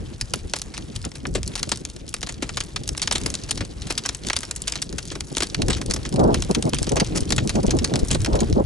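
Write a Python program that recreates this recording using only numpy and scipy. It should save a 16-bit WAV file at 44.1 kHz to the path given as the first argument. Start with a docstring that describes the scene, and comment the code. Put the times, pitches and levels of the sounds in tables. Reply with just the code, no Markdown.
"""Dense, uneven snaps of lake ice, near and far, as it is squeezed along an open lead.
Near cracks and distant ticks are noise bursts smeared by bending waves, highs first; slabs knock in sinking tones.
Behind them the far ice merges into a hiss of filtered noise, with a fizz of splinters in clumps.
Wind buffets a pair of microphone ports, lightly at first and in gusts later: low noise, puffs and sharp pops."""
import sys
import numpy as np
from scipy import signal
from scipy.fft import rfft, irfft, next_fast_len
from scipy.io import wavfile
from scipy.ndimage import uniform_filter1d

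SR = 44100
rng = np.random.default_rng(int(sys.argv[2]) if len(sys.argv) > 2 else 0)


def waveform_to_disk(signal):
    """Save audio, clipped to [-1, 1], as 16-bit WAV at the path in sys.argv[1]."""
    frames = np.transpose(np.atleast_2d(signal))
    scaled = np.clip(frames, -1, 1) * 32767
    samples = np.round(scaled).astype(np.int16)
    wavfile.write(sys.argv[1], SR, samples)


N = 381465


def from_db(db):
    """Turns decibels into an amplitude factor."""
    return 10 ** (np.asarray(db) / 20)


def rms_one(x):
    """Scales the whole array to rms 1."""
    return x / np.sqrt(np.mean(x ** 2) + 1e-20)


def in_time(rows):
    """Draws straight lines between the timed rows, one curve for each column after the time."""
    s, *columns = np.transpose(rows)
    return [np.interp(np.arange(N) / SR, s, c) for c in columns]


def at_hz(rows, hz):
    """Reads a table at the given frequencies, in straight lines over log frequency."""
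    knots, *columns = np.transpose(rows)
    return [np.interp(np.log(hz + 1), np.log(knots), c) for c in columns]


def drift(rate_hz):
    """Slow chance: noise twice through a one-pole low-pass, spread 1."""
    r = np.exp(-2 * np.pi * rate_hz / SR)
    noise = rng.standard_normal(N + SR)
    settled = signal.lfilter([1], [1, -2 * r, r * r], noise)[SR:]
    return rms_one(settled)


def coloured(x, spectrum):
    """Gives each row a spectrum; rms 1 over all rows together."""
    size = next_fast_len(N)
    gain = from_db(at_hz(spectrum, np.fft.rfftfreq(size, 1 / SR))[0])
    return rms_one(irfft(rfft(x, size) * gain, size)[..., :N])


def ports(pair, table):
    """A shared and an opposed wave become left and right, with a phase lead and a balance that depend on pitch."""
    size = next_fast_len(N)
    lead_rad, alike, louder_db = at_hz(table, np.fft.rfftfreq(size, 1 / SR))
    half_alike = np.clip(alike, 0, 1) / 2
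    shared, opposed = rfft(pair, size) * np.sqrt([.5 + half_alike, .5 - half_alike])
    half = from_db(louder_db / 2) * np.exp(.5j * lead_rad)   # half the difference goes to each side
    left, right = (shared + opposed) * half, (shared - opposed) / half
    return irfft([left, right], size)[:, :N]


def fizz(per_s=60, spread_db=6.0, die_ms=1.85):
    """Many splinters in rustling clumps; each size of splinter has its own pitch and comes in its own time."""
    # splinter spectrum: pitch_hz [Hz], relative_density_db [dB per Hz]
    splinter = [(1200, -21), (3000, -3), (5500, 0.5), (9000, -4.5), (12000, -2)]
    out, together = 0, drift(11)
    for hz in np.geomspace(2200, 8800, num=5):
        born = rng.random(N) < per_s * from_db(3.5 * together + 3.0 * drift(15)) / SR
        sizes = born * from_db(spread_db * np.minimum(rng.exponential(1, N), 4))
        # die_ms holds at 5 kHz; higher splinters die sooner
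        dying = signal.lfilter([1], [1, -np.exp(-hz / 5 / (die_ms * SR))], sizes + 1e-18)
        band = signal.butter(1, [hz / 1.2, hz * 1.2], "band", fs=SR, output="sos")
        out = out + signal.sosfilt(band, dying * rng.standard_normal((2, N)))
    return coloured(out, splinter)


def far_ice(hiss_db):
    """Far ice merges into a hiss: flickering coloured noise, wider than it is central, with fizz mixed in."""
    # far hiss spectrum: pitch_hz [Hz], relative_density_db [dB per Hz]
    hiss_spectrum = [(160, -25), (280, 1.5), (437, -0.5), (594, -7.5), (846, -8.5), (2400, -13.5),
                     (4870, -20), (8220, -21), (11000, -22.5), (14300, -52)]
    flicker = from_db(1.5 * drift(30))
    noise = rng.standard_normal((2, N)) * flicker * [[1], [1.6]]   # shared, opposed
    hiss = coloured(noise, hiss_spectrum)
    return from_db(hiss_db + 2.06 * drift(4.4)) * (hiss + from_db(-5.5) * fizz())


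def wind(buffet_below_db=5.5):
    """Eddies make lumpy low noise; puffs swell it and add a higher roar."""
    # wind rumble at the ports, before its chance surges: time_s [s], level_db [dB]
    rumble_level = [(0, -34), (.5, -35), (1.22, -38.5), (1.33, -27.5), (1.6, -37), (2.47, -35),
                    (2.62, -35.5), (3.2, -30.5), (4.3, -39), (4.82, -40), (4.88, -34.5), (5.25, -35),
                    (5.5, -34.5), (5.65, -22.5), (5.8, -29.5), (6.2, -25.5), (6.6, -30.5), (7.0, -25),
                    (8.5, -23.5), (8.65, -29)]
    # puffs within the gusts: centre_s [s], half_length_ms [ms], buffeting_db [dB], higher_roar_db [dB]
    puffs = [(1.066, 8.6, -30.5, -32), (1.29, 21, -36.5, -57), (1.678, 6.3, -33, -37), (2.818, 7, -35, -46),
             (4.251, 6.9, -35, -41), (5.321, 10, -34, -41), (5.618, 37, -25.5, -36),
             (5.693, 24, -25.5, -36), (5.82, 20, -33, -42), (5.9, 20, -26.5, -34),
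             (6.14, 15.4, -22.5, -30.5), (6.258, 86, -18, -16.5), (6.508, 14.3, -22.5, -23.5),
             (6.579, 22, -22, -31), (6.669, 23, -18, -23), (6.737, 8.99, -24, -30), (6.819, 5.5, -23, -36),
             (6.876, 8, -19, -24), (6.926, 16, -21, -23), (6.975, 22.3, -31, -18.5),
             (7.023, 11.4, -24.5, -18), (7.151, 45, -29, -41), (7.46, 13, -30, -28),
             (7.579, 25, -23, -20.5), (7.648, 9.2, -19, -20.5), (7.696, 14, -26, -27.5),
             (7.755, 22, -17.5, -22.5), (7.828, 14, -21, -34), (7.95, 57, -23.5, -29),
             (8.031, 12, -23, -44), (8.155, 7.4, -25.5, -31), (8.289, 18, -19, -29),
             (8.357, 44, -27.5, -23), (8.43, 14.7, -19.5, -22), (8.59, 31.6, -19, -18.5)]
    # wind spectra, low to high: pitch_hz [Hz], relative_density_db [dB per Hz]
    rumble_spectrum = [(10, -32), (22, -11), (45, 0), (90, -2), (140, -7), (250, -24), (600, -60)]
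    buffet_spectrum = [(60, -38), (130, -1.5), (200, -2), (350, -5), (500, -12.5), (800, -24.5),
                       (1500, -70)]
    roar_spectrum = [(200, -36), (400, -5.5), (520, -2.5), (850, -9.5), (1100, -17.5), (1600, -31.5),
                     (2500, -58)]
    rumble_db, = in_time(rumble_level)
    clumps, surges, ms = drift(27), drift(6.9), np.arange(N) / SR * 1000
    flutter = from_db(3.0 * drift(40))
    # steady buffeting follows the rumble
    swell = from_db(rumble_db - buffet_below_db + 4.0 * drift(22.5) + 1.53 * surges)
    roar = np.zeros(N)
    for s, half_ms, puff_db, roar_db in puffs:
        hump = np.exp(-np.abs((ms - 1000 * s) / half_ms) ** 3.7)
        swell += from_db(puff_db) * hump * flutter
        roar += from_db(roar_db) * hump
    lumps = from_db(2.9 * surges + 2.46 * clumps + 1.0 * drift(2.9))
    rumble = coloured(rng.standard_normal((2, N)) * lumps, rumble_spectrum)
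    buffet = coloured(rng.standard_normal((2, N)), buffet_spectrum)
    roaring = coloured(rng.standard_normal((2, N)) * from_db(3.5 * drift(49)), roar_spectrum)
    return from_db(rumble_db) * rumble + swell * buffet + roar * roaring


def pops():
    """A broad push on both ports with a spike on the left one; the pair subtracts the ports, so the right side dips."""
    # single eddies bursting on the left port: time_s [s], burst_db [dB, before the port factors]
    bursts = [(5.902, -7), (6.209, -22), (6.8197, -6), (6.945, -8), (7.226, -4), (7.6834, -1), (8.034, 0.5),
              (8.529, -2)]
    at, spikes = [round(s * SR) for s, db in bursts], np.zeros(N)
    spikes[at] = from_db(np.array(bursts)[:, 1])
    ms = np.arange(-900, 901) / SR * 1000
    spike = np.convolve(spikes, np.exp(-(ms / 0.63) ** 2), "same")
    # the push peaks just ahead of the spike, then draws back
    push_shape = np.exp(-((ms + 1.3) / 3.5) ** 2) - 0.34 * np.exp(-((ms - 5.0) / 3.1) ** 2)
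    push = np.convolve(spikes, push_shape, "same")
    return spike * [[.8], [-.75]] + .25 * push


def far_ticks(hiss_db, above_db=5.5, range_db=11, per_s=115, fall_at_5khz_ms=2.4, fall_slope=1.5):
    """Rows for small cracks further off: the clear ones, then faint ones born at random in clusters with the hiss."""
    # small clear ticks further off: time_s [s], level_db [dB, ahead of the ports], pitch_hz [Hz]
    clear = [(0.3571, -30.0, 6600), (0.4961, -34.0, 6300), (0.7682, -30.5, 3700), (0.9536, -35, 5500),
             (1.0147, -36, 5000), (1.0257, -35, 6100), (1.3388, -33, 6800), (1.8987, -31.5, 5500),
             (1.9617, -33.5, 6260), (2.0779, -33.5, 4830), (2.1638, -33, 4700), (2.2078, -33, 6300),
             (2.2148, -32.0, 5700), (2.2637, -31.5, 4400), (2.3227, -29.5, 7150), (2.341, -35, 4500),
             (2.5428, -36, 4600), (2.8341, -31.5, 5400), (2.9675, -34, 6200), (2.9949, -29.0, 4200),
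             (3.2127, -29.5, 5900), (3.4351, -28, 5000), (3.5251, -34, 4700), (3.5556, -30.5, 5600),
             (3.6489, -31.5, 5600), (3.8187, -32, 3540), (3.9519, -34, 4900), (4.036, -30.0, 5200),
             (4.0834, -36, 5700), (4.2343, -32, 4600), (4.2473, -31.5, 3200), (4.4054, -27, 7000),
             (4.4505, -29, 5700), (4.7341, -32, 3300), (4.7741, -32, 4500), (4.7843, -36, 2900),
             (4.8911, -31, 4400), (4.9258, -29.5, 6500), (5.0267, -32, 5900), (5.0525, -31, 7300),
             (5.0746, -32.5, 5900), (5.0812, -33, 5500), (5.1011, -29, 3500), (5.3253, -33, 7800),
             (5.3493, -27, 4380), (5.3615, -35, 5400), (5.4686, -29.0, 5000), (5.4982, -30, 4840),
             (5.7184, -31.5, 4900), (5.7482, -25, 4000), (6.0595, -28.5, 4630), (6.1243, -29, 5470),
             (6.1394, -29.5, 6000), (6.4469, -30, 5500), (6.6524, -31, 6200), (6.7647, -31, 3200),
             (6.8219, -31.0, 5300), (6.8421, -29.0, 5100), (7.0719, -31, 5700), (7.3975, -34, 3600),
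             (7.6796, -31, 2900), (7.6934, -30.5, 2900), (7.7665, -31.0, 6600), (8.0475, -30, 7400),
             (8.203, -30, 5700), (8.3304, -28, 3400), (8.3893, -29, 4600), (8.431, -33.5, 3900),
             (8.4982, -33, 5900), (8.5259, -26, 4670)]
    born = np.flatnonzero(rng.random(N) < per_s * from_db(3.0 * drift(4)) / SR)
    u = rng.random((len(born), 2))
    faint_db = hiss_db[born] + above_db - range_db * u[:, 0] ** 0.46
    faint = np.transpose([born / SR, faint_db, 3100 * 2 ** (1.6 * u[:, 1])])
    s, level_db, hz = np.vstack([clear, faint]).T
    u = rng.random((len(s), 2))
    # lower ticks last longer; each length is scattered by half either way
    fall_ms = fall_at_5khz_ms * (5000 / hz) ** fall_slope * (.5 + u[:, 0])
    thud_db = -32 + 24 * u[:, 1]
    return np.transpose([s, level_db, fall_ms, thud_db, hz])


def knocks(glide_ms=12, die_ms=6.7, scatter_db=-8, scatter_ms=20.0):
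    """A few cycles that sink in pitch, as the slow low bending waves arrive last; nearby edges send them back."""
    # thick slabs knocking as they shift: time_s [s], level_db [dB, ahead of the ports], starting_pitch_hz [Hz]
    slabs = [(0.537, -26, 507.2), (1.353, -11.5, 600), (1.718, -19.5, 478), (2.426, -15, 372),
             (3.154, -19, 427), (3.261, -20.5, 480), (3.611, -19, 370), (3.905, -18, 470),
             (5.115, -24.5, 480), (5.159, -25, 484), (5.369, -21.5, 411), (5.405, -20, 530),
             (5.428, -17.5, 497), (8.108, -22, 490)]
    out, ms = np.zeros((2, N)), np.arange(3000) / SR * 1000
    for s, level_db, start_hz in slabs:
        grit = rms_one(uniform_filter1d(rng.standard_normal(3000), size=50))   # the slabs grind as they knock
        turns = np.cumsum(start_hz / (1 + ms / glide_ms)) / SR + rng.random() + 0.076 * grit
        wave = np.sin(2 * np.pi * turns) * (1 - np.exp(-ms / 0.41)) * np.exp(-ms / die_ms)
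        echoes = (rng.random((2, 3000)) < .004) * rng.standard_normal((2, 3000))
        edges = echoes * from_db(scatter_db) * np.exp(-ms / scatter_ms)
        edges[0, 0] = 1   # the direct knock, shared by both ports
        at = round(s * SR)
        out[:, at:at + 5999] += from_db(level_db) * signal.fftconvolve(edges, [wave], axes=1)
    return out


def cracks(rows, rise_ms=1.38, grain_db=3.5, tail_db=-19.5, tail_ms=16.6, octaves=0.75, lag_ms=2.49,
           needle=10, needle_ms=1.3005, crisp_hz=6500, sideways=0.22):
    """Each crack is a run of tiny fractures; bending waves in the sheet bring the highs first."""
    size = 2048
    ms, hz = np.arange(size) / SR * 1000, np.fft.rfftfreq(size, 1 / SR) + 1
    # a bending wave travels as the root of its pitch: lag_ms late at 1 kHz
    spread = np.exp(-4j * np.pi * lag_ms * (np.sqrt(hz / 1000) - hz / 8000))
    thud = hz ** 2 / (hz ** 2 + 430 ** 2) / (1 + (hz / 2500) ** 4)
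    highs = hz ** 2 / (hz ** 2 + crisp_hz ** 2)
    out = np.zeros((2, N + size))
    for s, level_db, fall_ms, thud_db, snap_hz in rows:
        draw = rng.standard_normal((4, size))
        noise = draw[:2] * from_db(grain_db * rms_one(uniform_filter1d(draw[2], size=24)))
        # long cracks also build up more slowly
        slower = max(1, fall_ms / 4.5) ** .9
        rise = 1 - np.exp(-(ms / rise_ms / slower) ** 2)
        shape = rise * from_db(-10 * (ms / fall_ms) ** 0.88)
        # the first break is one needle-sharp click, standing out most in the shortest cracks
        click = needle * from_db(2.6 * draw[2, -1]) * shape.max() * (4 / fall_ms) ** 0.51
        first = np.zeros((2, size))
        first[0, round(needle_ms * SR / 1000)] = click
        # rough blocks around the lead scatter a short tail
        tail = from_db(tail_db - 10 * ms / tail_ms) * (1 - np.exp(-ms / 2.0)) * (1 - ms / ms[-1])
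        # and small after-breaks make it stutter
        tail = tail * from_db(4.5 * rms_one(uniform_filter1d(draw[2, ::-1], size=80)))
        snap = np.exp(-(np.log2(hz / snap_hz) / octaves) ** 2 / 2)
        # every splinter has brief resonances of its own
        snap = snap * from_db(2.77 * rms_one(uniform_filter1d(draw[3, :len(hz)], size=30)))
        colour = snap / np.linalg.norm(snap) + from_db(thud_db) * thud / np.linalg.norm(thud)
        # the highs die twice as fast
        body = rfft(first + noise * (shape + tail)) * (1 - highs)
        crisp = rfft(first + noise * (shape ** 2 / shape.max() + 0.072 * tail)) * highs
        wave = irfft((body + crisp) * colour * spread)
        height = np.sqrt(uniform_filter1d(wave[0] ** 2, size=90).max())
        wave[1] += sideways * draw[3, -2] * wave[0]   # places the crack to the left or right
        at = round(s * SR)
        out[:, at:at + size] += from_db(level_db) / height * wave
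    return out[:, :N]


def near_cracks(equal_thud_hz=4570, octaves_per_db=.022, scatter_octaves=0.11):
    """Rows for the near cracks, with the centre of each snap: thicker ice thuds more and snaps lower."""
    # near cracks: time_s [s], level_db [dB, ahead of the ports], fall_by_10_db_ms [ms],
    # low_thud_against_snap_db [dB]
    near = [(0.2105,-16.5,3.5,-17),(.335,-14.5,4,-6),(0.5346,-14.5,4,-2),(0.5565,-29,11,-10),(.563,-24.5,3,-8),(0.586,-28,2,-20),(.594,-31,3,-10),(0.6159,-20,1,-14.5),(0.7374,-31,11.5,-6),(0.7761,-24.5,4,-3),
            (.9593,-24.5,4.5,-15.5),(1.039,-31,16,5),(1.0495,-22.5,3.5,-19),(1.1153,-33,2.5,-7),(1.152,-32,10,-9),(1.252,-22,3,21),(1.2672,-29,3.5,-23),(1.3486,-21.5,14,-7),(1.4298,-23,1,-14),(1.4754,-20.5,1.5,-32),
            (1.5529,-20,7,-9),(1.5742,-29,14,-5),(1.593,-24.5,3.5,-12),(1.6283,-15,4,-9.5),(1.6905,-22.5,6,-14),(1.7155,-14.5,7.5,-6.5),(1.757,-30,3.5,-16),(1.772,-28.5,3.5,-17),(1.85,-20.5,1.3,-15),
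            (2.0892,-29,2.5,-35),(2.1395,-17,3.5,-10),(2.2276,-21,5,-7),(2.2688,-27.5,3.5,-2),(2.2885,-25,8,-6.5),(2.422,-22,10,-6),(2.4906,-24,5.5,-0.5),(2.5698,-17.5,6,-5.5),
            (2.6027,-19.5,5.5,-8.5),(2.636,-29,2,-37),(2.7595,-19.5,5.5,-6),(2.8756,-21,2,-21),(2.889,-16,2.5,-14),(2.948,-31,2,4),(2.9754,-20.5,4.5,-13),
            (3.0166,-15.5,4.5,-13),(3.0227,-18.5,11.5,-12),(3.073,-15.5,4,-5),(3.1103,-15,5,-1),(3.1221,-15.5,6.5,-9),(3.1507,-16,12,-6.5),
            (3.1804,-21.5,4,-15),(3.2343,-27.5,2,-18.5),(3.259,-15,6.5,-9.5),(3.301,-21.5,1.5,-18),(3.3392,-20.5,3.5,-11.5),(3.351,-18.5,1.5,-23),
            (3.4887,-29.5,11,-5),(3.5076,-14.5,5.5,-13),(3.573,-24.5,8,-8),(3.6055,-23,8,-1.5),(3.8666,-30.5,9,-9),(3.9007,-19,11,-3),(3.923,-24,2,-19),(3.9762,-16,6.5,-11),
            (4.0508,-24.5,7,3),(4.059,-16.5,5,-9),(4.0885,-16,4,-10.5),(4.1468,-22.5,3.5,-15.5),(4.2662,-22,6.5,-12.5),(4.2848,-20,2,-13),
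            (4.2981,-15,3.5,-3),(4.3303,-17,4,-2),(4.3576,-30,6,-5),(4.3633,-13,5,-11),(4.3874,-23,2,-15),(4.4304,-24.5,5.5,-1),
            (4.5097,-17,3.5,-13),(4.5603,-21.5,5.5,-18),(4.6181,-21,2.5,-37),(4.6709,-23.5,14,-8),(4.6777,-15.5,4,-20),(4.696,-30,5,-21),(4.7205,-18.5,3,-11.5),
            (4.7542,-21.5,7,-7),(4.8168,-20.5,5,-16),(4.8222,-17.5,4,-13.5),(4.9815,-22,7,-8.5),(5.1135,-28.5,13.5,-6),(5.152,-27,5,-4),
            (5.2052,-19.5,3,-12),(5.3674,-15,5.5,-5),(5.3806,-15.5,2,-16),(5.4037,-16.5,5.5,-8),(5.4204,-17,8.5,-2),(5.429,-15.5,8.5,-10.5),
            (5.5442,-17,4,-7.5),(5.6173,-16,4,-14),(5.6819,-18.5,3.5,-5),(5.6984,-17,9.5,-2),(5.7277,-20.5,12,-10.5),(5.7622,-29.5,17,-5),
            (5.8135,-23.5,4.5,-4),(5.86,-25.5,2,-27),(5.8977,-28,8,-10),(5.9083,-16,6,-10),(5.9359,-16.5,6,-15),(5.961,-24,4.5,-4),(6.05,-25,5.5,-2.5),
            (6.09,-27.5,3,-32),(6.1585,-26.5,5,-8.5),(6.1926,-29,7,-11),(6.239,-31,3.5,-17),(6.3419,-15.5,5.5,-6),(6.4213,-17.5,2.5,-15),(6.51,-20.5,3,-19),(6.547,-14,5,-9),
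            (6.6236,-18,3,-13),(6.6926,-26,3.5,-16),(6.7325,-16.5,3,-1),(6.7429,-20.5,6.5,-11),(6.7845,-20,4,-11),(6.8276,-17,1.5,-13),
            (6.8673,-26,.6,-8),(6.891,-21,5.5,-17),(6.9178,-22,1.5,-15),(6.9568,-23.5,4,-16.5),(6.9645,-19.5,9.5,-2.5),(6.998,-14.5,7,-6.5),
            (7.0453,-28,2,-19),(7.1474,-26,22,1),(7.1584,-23.5,6,-28),(7.1717,-20,8,-13),(7.204,-24.5,6,-24),(7.291,-28.5,4.5,-14),(7.3035,-17.5,5,-9),(7.3211,-13,4,-8.5),
            (7.3617,-23,4.5,-18.5),(7.3792,-14.5,7,-2),(7.4735,-21,0.5,-20),(7.4925,-17,6.5,-8),(7.5524,-25.5,6.5,-8),(7.63,-28.5,6,-11),
            (7.665,-23,0.5,-18),(7.7057,-17,8,-8.5),(7.7868,-20,5,-10),(7.8426,-14,6,-9.5),(7.8742,-30.5,1,-13),(7.9368,-19,2,-7),(7.956,-16.5,2,-8),
            (7.9899,-27.5,8,-19.5),(8.0823,-24,5,-28),(8.1044,-22,2.5,-8),(8.1108,-14.5,5.5,-10),(8.1229,-23.5,14,-10),(8.1455,-19,7,-8),
            (8.216,-28,3.5,-23),(8.2455,-18.5,3.5,-9.5),(8.2593,-20.5,5,-1.5),(8.3519,-26.5,9,-3),(8.403,-19.5,5,-11.5)]
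    thud_db = np.array(near)[:, 3]
    octaves = scatter_octaves * rng.standard_normal(len(near)) - octaves_per_db * thud_db
    return np.column_stack([near, equal_thud_hz * 2 ** octaves])


def scene():
    """Ice and wind reach the two ports with their own leads and balances; the pops fall on the ports directly."""
    # far ice, before its slow drift: time_s [s], hiss_db [dB]
    far_level = [(0, -47.5), (1.42, -47), (1.56, -43), (2.04, -49.5), (3.25, -42), (3.64, -46.5),
                 (4.29, -42.5), (4.86, -46), (8.21, -41), (8.65, -43.5)]
    # port pair, sound from the ice: pitch_hz [Hz], left_leads_rad [radians], likeness [0-1], left_louder_db [dB]
    ice_ports = [(307, 0.14, 1, 3.5), (1050, 1.2, 0.8, 0.045), (1990, 0.91, 0.54, 0.8),
                 (4900, 0.76, 0.9, 1), (10000, 0.22, 0.64, 1.5)]
    # port pair, eddies that pass the right port first: pitch_hz [Hz], left_leads_rad [radians],
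    # likeness [0-1], left_louder_db [dB]
    wind_ports = [(40, -.2, .95, 3.0), (160, -.85, .82, .2), (400, -1.6, .58, -.5), (900, -2.3, .75, .1)]
    hiss_db, = in_time(far_level)
    bed = far_ice(hiss_db)
    air = ports(wind(), wind_ports) + pops()
    distant = cracks(far_ticks(hiss_db), tail_db=-15, octaves=0.65)
    ice = cracks(near_cracks()) + knocks() + distant + bed
    return ports(ice, ice_ports) + air


def record(dry, cutoff_hz=11100):
    """The highest peaks are slightly rounded; the top is cut steeply, in two steps."""
    shelf = signal.ellip(6, .5, 21, cutoff_hz, fs=SR, output="sos")
    top = signal.cheby1(4, .5, 1.08 * cutoff_hz, fs=SR, output="sos")
    rounded = 1.5 * np.tanh(dry / 1.5)
    return signal.sosfilt(np.vstack([shelf, top]), rounded)


dry = scene()
out = record(dry)
waveform_to_disk(out)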